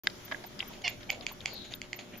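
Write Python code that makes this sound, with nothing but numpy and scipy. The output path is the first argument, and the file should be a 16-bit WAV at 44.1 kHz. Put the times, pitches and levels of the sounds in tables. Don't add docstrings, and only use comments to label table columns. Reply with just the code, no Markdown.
import sys
import numpy as np
from scipy import signal
from scipy.fft import rfft, irfft
from scipy.io import wavfile
from scipy.ndimage import uniform_filter1d

SR = 44100
rng = np.random.default_rng(int(sys.argv[2]) if len(sys.argv) > 2 else 0)


def pcm_store(signal):
    levels = np.round(np.clip(np.atleast_2d(signal), -1, 1) * 32767)
    wavfile.write(sys.argv[1], SR, levels.astype(np.int16).T)


N = 97020
TIME_S = np.arange(N) / SR


def amp(db):
    return 10 ** (np.asarray(db) / 20)


def unit(x):
    return x / np.sqrt(np.mean(x ** 2) + 1e-20)


def burst(x):
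    return x / np.sqrt(np.mean(np.sum(x ** 2, -1)) / (.005 * SR))


def curve_at(points, hz, column=1):
    table = np.array(points)
    return np.interp(np.log(hz + 1), np.log(table[:, 0]), table[:, column])


def pan(db):
    return amp(np.array([[db], [-db]]) / 2)


def add(mix, start_s, sound):
    part = mix[:, max(round(start_s * SR), 0):][:, :sound.shape[-1]]
    part += sound[..., :part.shape[1]]


def colour(x, db_at):
    size = 2048
    log_gain = np.log(amp(db_at(abs(np.fft.fftfreq(size, 1 / SR)) + 1)))
    ring = np.fft.ifft(np.exp(np.conj(signal.hilbert(log_gain)))).real
    return signal.fftconvolve(x, ring[:size // 2])


def tilt(hz, db_per_octave):
    return db_per_octave * np.log2(np.maximum(hz / 2300, 1))


def drift(count, rate_hz):
    lowpass = np.exp(-(np.fft.rfftfreq(N, 1 / SR) / rate_hz) ** 2)
    return unit(irfft(rfft(rng.standard_normal(N)) * lowpass, N))[:count]


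# time_s, gain_db
RUMBLE_RIDE = [(0, -2), (1.0, 0.5), (1.9, 0.5), (2.02, -16), (2.2, 2)]
def rumble_db(t, hz):
    return (hz < 110) * np.interp(t, *np.transpose(RUMBLE_RIDE))


# freq_hz, gain_db
ROOM_EQ = [(20, 3.5), (42, -8), (65, -7), (105, 10.5), (150, -3.5), (230, 7.5), (320, 0.5), (480, -2),
           (750, -5.5), (1200, -7), (2200, -8.5), (2750, -11.5), (3250, -8), (4000, -12.5), (6000, -12.5),
           (7200, -17), (10000, -22), (12500, -24), (14500, -22.5), (16000, -44.5)]
# time_s, gain_db
TREBLE_RIDE = [(0, 1.5), (.4, 2.5), (.5, -0.5), (.7, 2.5), (.82, -2), (1.4, -1), (1.8, -3.5), (2.2, -2.5)]
# freq_hz, correlation
ROOM_LIKENESS = [(30, .92), (120, 0.78), (300, 0.65), (700, 0.2), (2000, 0.13), (6000, 0.0333),
                 (14000, 0.057)]
def room_tone():
    size, hop = 1024, 256
    hz = np.fft.rfftfreq(size, 1 / SR)[:, None]
    t = np.arange(N // hop + 5) * hop / SR
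    left_re, left_im, own_re, own_im, patches = rng.standard_normal((len(t), len(hz), 5)).T
    patch_db = 1.5 * unit(uniform_filter1d(uniform_filter1d(patches, size=12, axis=0), size=12, axis=1))
    likeness = curve_at(ROOM_LIKENESS, hz)
    left = left_re + 1j * left_im
    right = likeness * left + np.sqrt(1 - likeness ** 2) * (own_re + 1j * own_im)
    treble_db = np.minimum(hz / 2000, 1) * np.interp(t, *np.transpose(TREBLE_RIDE))
    gain = amp(curve_at(ROOM_EQ, hz) + patch_db + treble_db + rumble_db(t, hz))
    noise = signal.istft(np.array([left, right]) * gain, nperseg=size, noverlap=size - hop)[1][:, :N]
    return amp(-50) * pan(db=0.66) * unit(noise)


# pitch_hz, level_db, pan_db
HUM_TONES = [(26.4, -65.5, 9.5), (118.3, -63.5, 2.5), (209.4, -66, 7), (360.7, -62, 2), (597, -65, -8.5)]
def appliance_hum():
    hum = np.zeros((2, N))
    for hz, level_db, pan_db in HUM_TONES:
        swell = 1 + 0.1 * drift(N, rate_hz=2.6)
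        tone = np.sin(2 * np.pi * hz * TIME_S + 0.1 * drift(N, rate_hz=12))
        hum += pan(pan_db) * amp(level_db + rumble_db(TIME_S, hz)) * unit(swell * tone)
    return hum


def electrical_pips():
    start_s, period_s, length_s, pitch_hz = .0352, .21408, .0127, 13970
    gate = uniform_filter1d(((TIME_S - start_s) % period_s < length_s) * 1., size=44)
    return amp(-46.5) * pan(db=5) * gate * np.sin(2 * np.pi * pitch_hz * TIME_S)


def room_echo(x, t60_s=0.21):
    t = np.arange(SR // 2) / SR
    taps = rng.standard_normal((2, len(t))) * (rng.random((2, len(t))) < .1)
    taps *= (t > .006) * amp(-60 * t / t60_s)
    return amp(-11) * signal.fftconvolve(x, taps / np.linalg.norm(taps[0]), axes=1)[:, :N]


# pitch_hz, gain_db, t60_s, pan_db
CAMERA_MODES = [(780, -1, 0.025, 4), (1623, 8.5, 0.019, -10.5), (2034, 9.5, 0.017, -2.5),
                (2650, 13, 0.0028, 6), (3232, 5.5, 0.013, 7), (3728, 6, 0.017, 5), (4210, 5.5, 0.0094, 8),
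                (4950, 8, 0.01, 8), (7250, -5.5, 0.014, 14), (9850, -1.5, .006, 0)]
# start_s, level_db, centre_hz, width_octaves, scuff_decay_s, pan_db
CAMERA_KNOCKS = [(0.071, -20, 2740, 1.1, 0.00037, -0.5), (0.099, -45, 4550, 0.85, 0.005, -1),
                 (0.279, -47.5, 2000, 1, 0.0043, 4), (0.313, -36.5, 1810, 1.2, 0.0043, 1.5),
                 (0.3178, -40, 1690, 0.41, .003, 11), (0.3209, -30.5, 1530, .9, 0.0035, -2.5),
                 (0.3446, -34.5, 1590, 0.45, 0.0026, -2.5), (0.4388, -43.5, 3500, 2.6, 0.0062, 3),
                 (.591, -39.5, 3000, 1.53, 0.01, 10), (.599, -36, 2670, 0.34, 0.012, 3),
                 (0.6037, -27.5, 2920, 0.17, 0.00046, -9.5), (0.6265, -37.5, 2530, 0.2, 0.00089, -5),
                 (1.029, -47, 3000, 0.91, 0.0049, 6), (1.209, -42.5, 3620, 0.37, 0.003, -1),
                 (1.405, -43, 3560, 0.22, 0.0027, -1), (1.7374, -43, 5960, 1.23, .001, 4),
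                 (1.7379, -36, 3260, 0.32, 0.0019, 2)]
def camera_knock(level_db, centre_hz, width_octaves, scuff_decay_s, pan_db):
    t = np.arange(SR // 20) / SR
    rings = sum(pan(side_db) * amp(db - 60 * t / t60_s) * np.sin(2 * np.pi * hz * t) * (-1) ** k
                for k, (hz, db, t60_s, side_db) in enumerate(CAMERA_MODES))
    own, shared = rng.standard_normal((2, len(t))), rng.standard_normal(len(t))
    force = 23.75 * scuff_decay_s * (shared + 1.57 * own) * np.exp(-t / scuff_decay_s)
    force[:, 0] += 1
    bell = lambda hz: np.exp(-.5 * (np.log2(hz / centre_hz) / width_octaves) ** 2)
    focus_db = lambda hz: 20 * np.log10(bell(hz) + amp(-37.5))
    knock = [colour(signal.fftconvolve(push, ring), focus_db) for push, ring in zip(force, rings)]
    return amp(level_db) * pan(pan_db) * burst(np.array(knock))


# start_s, length_s, level_db, centre_hz, width_octaves
RUG_SHUFFLES = [(.30, 0.063, -49.5, 216, 0.39), (.310, .025, -39.5, 895, 0.6),
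                (.433, 0.021, -44, 740, 0.24), (.61, 0.032, -49, 774, 0.65),
                (0.699, 0.028, -50.5, 710, 0.37), (0.887, 0.077, -58, 606, 0.47),
                (1.11, 0.037, -48, 595, 0.43), (1.139, 0.088, -50.5, 600, 0.32),
                (1.303, 0.02, -47.5, 910, 0.22), (1.459, 0.13, -53.5, 600, 0.53)]
def rug_shuffle(length_s, level_db, centre_hz, width_octaves):
    count = round(length_s * SR)
    shared, own = rng.standard_normal(count), rng.standard_normal((2, count))
    swell = np.sin(np.pi * np.arange(count) / count)
    band_db = lambda hz: np.maximum(-4 * (np.log2(hz / centre_hz) / width_octaves) ** 2, -60)
    rub = np.array([colour(noise * swell, band_db) for noise in shared + 0.59 * own])
    return amp(level_db) * rub * np.sqrt(count) / np.linalg.norm(rub)


# time_s, centre_hz, level_db
HISS_SWEEP = [(1.47, 4700, -56), (1.51, 4450, -50.5), (1.56, 4150, -45), (1.60, 3870, -46.5),
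              (1.66, 3780, -53), (1.71, 3830, -57)]
def falling_hiss(width_hz=700):
    time_s, centre_hz, level_db = np.transpose(HISS_SWEEP)
    sweep = np.exp(2j * np.pi * np.cumsum(np.interp(TIME_S, time_s, centre_hz)) / SR)
    pole = np.exp(-np.pi * width_hz / SR)
    shared, own = rng.standard_normal(N), rng.standard_normal((2, N))
    air = (shared + 1.9 * own) * amp(0.93 * drift(N, rate_hz=200))
    band = sweep * signal.lfilter([1], [1, -2 * pole, pole ** 2], air / sweep)
    gate = (TIME_S > time_s[0]) & (TIME_S < time_s[-1])
    return pan(db=5) * unit(band.real) * amp(np.interp(TIME_S, time_s, level_db)) * gate


# freq_hz, gain_db
BREATH_EQ = [(250, -9.5), (720, 7), (1100, -7), (1600, -1), (2250, 6.5), (3300, 5.5), (3900, 1.5),
             (4450, 2.5), (5600, -13), (6900, 3), (8000, -29), (10000, -18), (15000, -35)]
# start_s, rise_s, decay_s, level_db, tilt_db_per_octave
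AIR_PUFFS = [(.715, 0.023, .025, -50, -2), (.815, .005, 0.0035, -47.5, 3), (.872, 0.0077, 0.034, -42, -0.5),
             (1.0, .012, 0.015, -50.5, -1), (1.108, 0.014, 0.02, -42, 0), (1.217, 0.014, .008, -45.5, -2.5),
             (1.273, 0.017, 0.018, -44.5, -0.5), (1.41, 0.0038, 0.008, -48, 0),
             (1.462, .012, 0.046, -44.5, 0), (1.636, .015, 0.014, -48, 1), (1.702, .02, 0.018, -45.5, 2),
             (1.825, 0.0056, 0.025, -52, -3), (1.935, 0.0087, 0.0085, -50.5, -2),
             (1.987, .005, 0.022, -42.5, -1), (2.114, 0.031, 0.027, -49.5, -13)]
def air_puff(rise_s, decay_s, level_db, treble_tilt, spread=0.39):
    t = np.arange(SR // 4) / SR
    envelope = np.minimum(t / rise_s, 1) * np.exp(-np.maximum(t - rise_s, 0) / decay_s)
    flutter = amp(2.5 * unit(uniform_filter1d(rng.standard_normal(len(t)), size=150)))
    breath_db = lambda hz: curve_at(BREATH_EQ, hz) + tilt(hz, treble_tilt)
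    mid, side = [unit(colour(noise, breath_db)[:len(t)]) for noise in rng.standard_normal((2, len(t)))]
    air = unit(np.array([mid + spread * side, mid - spread * side]))
    return amp(level_db) * pan(db=-1.5) * envelope * flutter * air


# freq_hz, gain_db
THROAT_EQ = [(300, -17), (730, -11.5), (1050, -10), (1450, -33), (1850, -4), (2250, -3), (2900, -0.5),
             (3480, -4), (3850, -34), (4300, -4), (5000, -7), (5650, -8), (6100, -18), (7000, -22),
             (9000, -29), (15000, -36)]
# start_s, length_s, level_db, pitch_hz, tilt_db_per_octave
CAT_CHIRPS = [(0.838, 0.042, -32, 763.5, -4.5), (1.090, 0.012, -33.5, 780, -20),
              (1.452, 0.0048, -36, 775, -6.5)]
def chirp(length_s, level_db, pitch_hz, treble_tilt):
    rise_s, release_s, sag_s, breakup_s = 0.007, 0.005, .014, .032
    t = np.arange(0, length_s + 5 * release_s, 1 / SR)
    roughness = .26 + .4 * np.minimum(t / breakup_s, 1) ** 3
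    sag = 1 - .085 * (1 - np.exp(-(t / sag_s) ** 2))
    jitter = 1 + .014 * drift(len(t), rate_hz=290)
    cycles = np.cumsum(pitch_hz * sag * jitter) / SR
    folds = unit(sum(np.cos(2 * np.pi * k * cycles) for k in range(1, 14)))
    folds *= 1 + .55 * roughness * np.cos(np.pi * cycles)
    pulsed_air = unit((0.69 + np.exp(-(cycles % 1) / 0.2)) * rng.standard_normal(len(t)))
    envelope = np.minimum(t / rise_s, 1) * np.exp(-np.maximum(t - length_s, 0) / release_s)
    rasp = envelope * unit((1 - roughness) * folds + roughness * pulsed_air)
    voice = colour(rasp, lambda hz: curve_at(THROAT_EQ, hz) + tilt(hz, treble_tilt))
    return amp(level_db) * pan(db=-3.5) * voice * np.linalg.norm(envelope) / np.linalg.norm(voice)


# freq_hz, left_db, right_db
MOUTH_EQ = [(150, -33, -30), (766, -17, -19.5), (1200, -24.5, -20), (1697, -25, -21), (2372, 0, 4.5),
            (2800, -9.5, -3.5), (3514, -7.5, -5.5), (3810, -35, -25), (4440, -6.5, -10.5), (4880, -10, -10),
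            (5770, -41, -15.5), (6250, -8.5, -32), (7240, -12.5, -9), (7400, -13.5, -30.5),
            (9900, -41, -35.5), (14900, -53, -69)]
# start_s, level_db, tuning_ratio, tilt_db_per_octave
JAW_CLICKS = [(0.8794, -25, 1.0, -1.5), (1.1028, -25, 0.97, -0.5), (1.2664, -28, 0.98, 0.5),
              (1.4586, -26, 0.95, 0.5), (1.8168, -35.5, 0.907, 1.5), (1.931, -31.5, 0.87, -2)]
def jaw_click(level_db, tuning_ratio, treble_tilt):
    rest_hz = lambda hz: hz / (1 + (tuning_ratio - 1) / (1 + (hz / 3500) ** 10))
    ports = [colour(np.ones(1), lambda hz: curve_at(MOUTH_EQ, rest_hz(hz), port) + tilt(hz, treble_tilt))
             for port in (1, 2)]
    return amp(level_db) * burst(np.array(ports))


def scene():
    cat, handling = falling_hiss(), np.zeros((2, N))
    for cues, sound in [(JAW_CLICKS, jaw_click), (CAT_CHIRPS, chirp),
                        (AIR_PUFFS, air_puff), (RUG_SHUFFLES, rug_shuffle)]:
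        for start_s, *settings in cues:
            add(cat, start_s, sound(*settings))
    for start_s, *settings in CAMERA_KNOCKS:
        add(handling, start_s, camera_knock(*settings))
    return cat + room_echo(cat) + handling + room_tone() + appliance_hum() + electrical_pips()


# centre_hz, width_hz, gain_db
TREBLE_NOTCHES = [(7945, 312, -20.5), (8850, 374, -23), (11800, 260, -17)]
def record(dry):
    opened = dry * (TIME_S > .0355)
    notch_db = lambda hz: sum(db * np.exp(-((hz - centre_hz) / width_hz) ** 2)
                              for centre_hz, width_hz, db in TREBLE_NOTCHES)
    notched = np.array([colour(side, notch_db)[:N] for side in opened])
    lowpass = signal.firwin(511, cutoff=16300, window=("kaiser", 9), fs=SR)
    return signal.oaconvolve(notched, lowpass[None], "same")


dry = scene()
out = record(dry)
pcm_store(out)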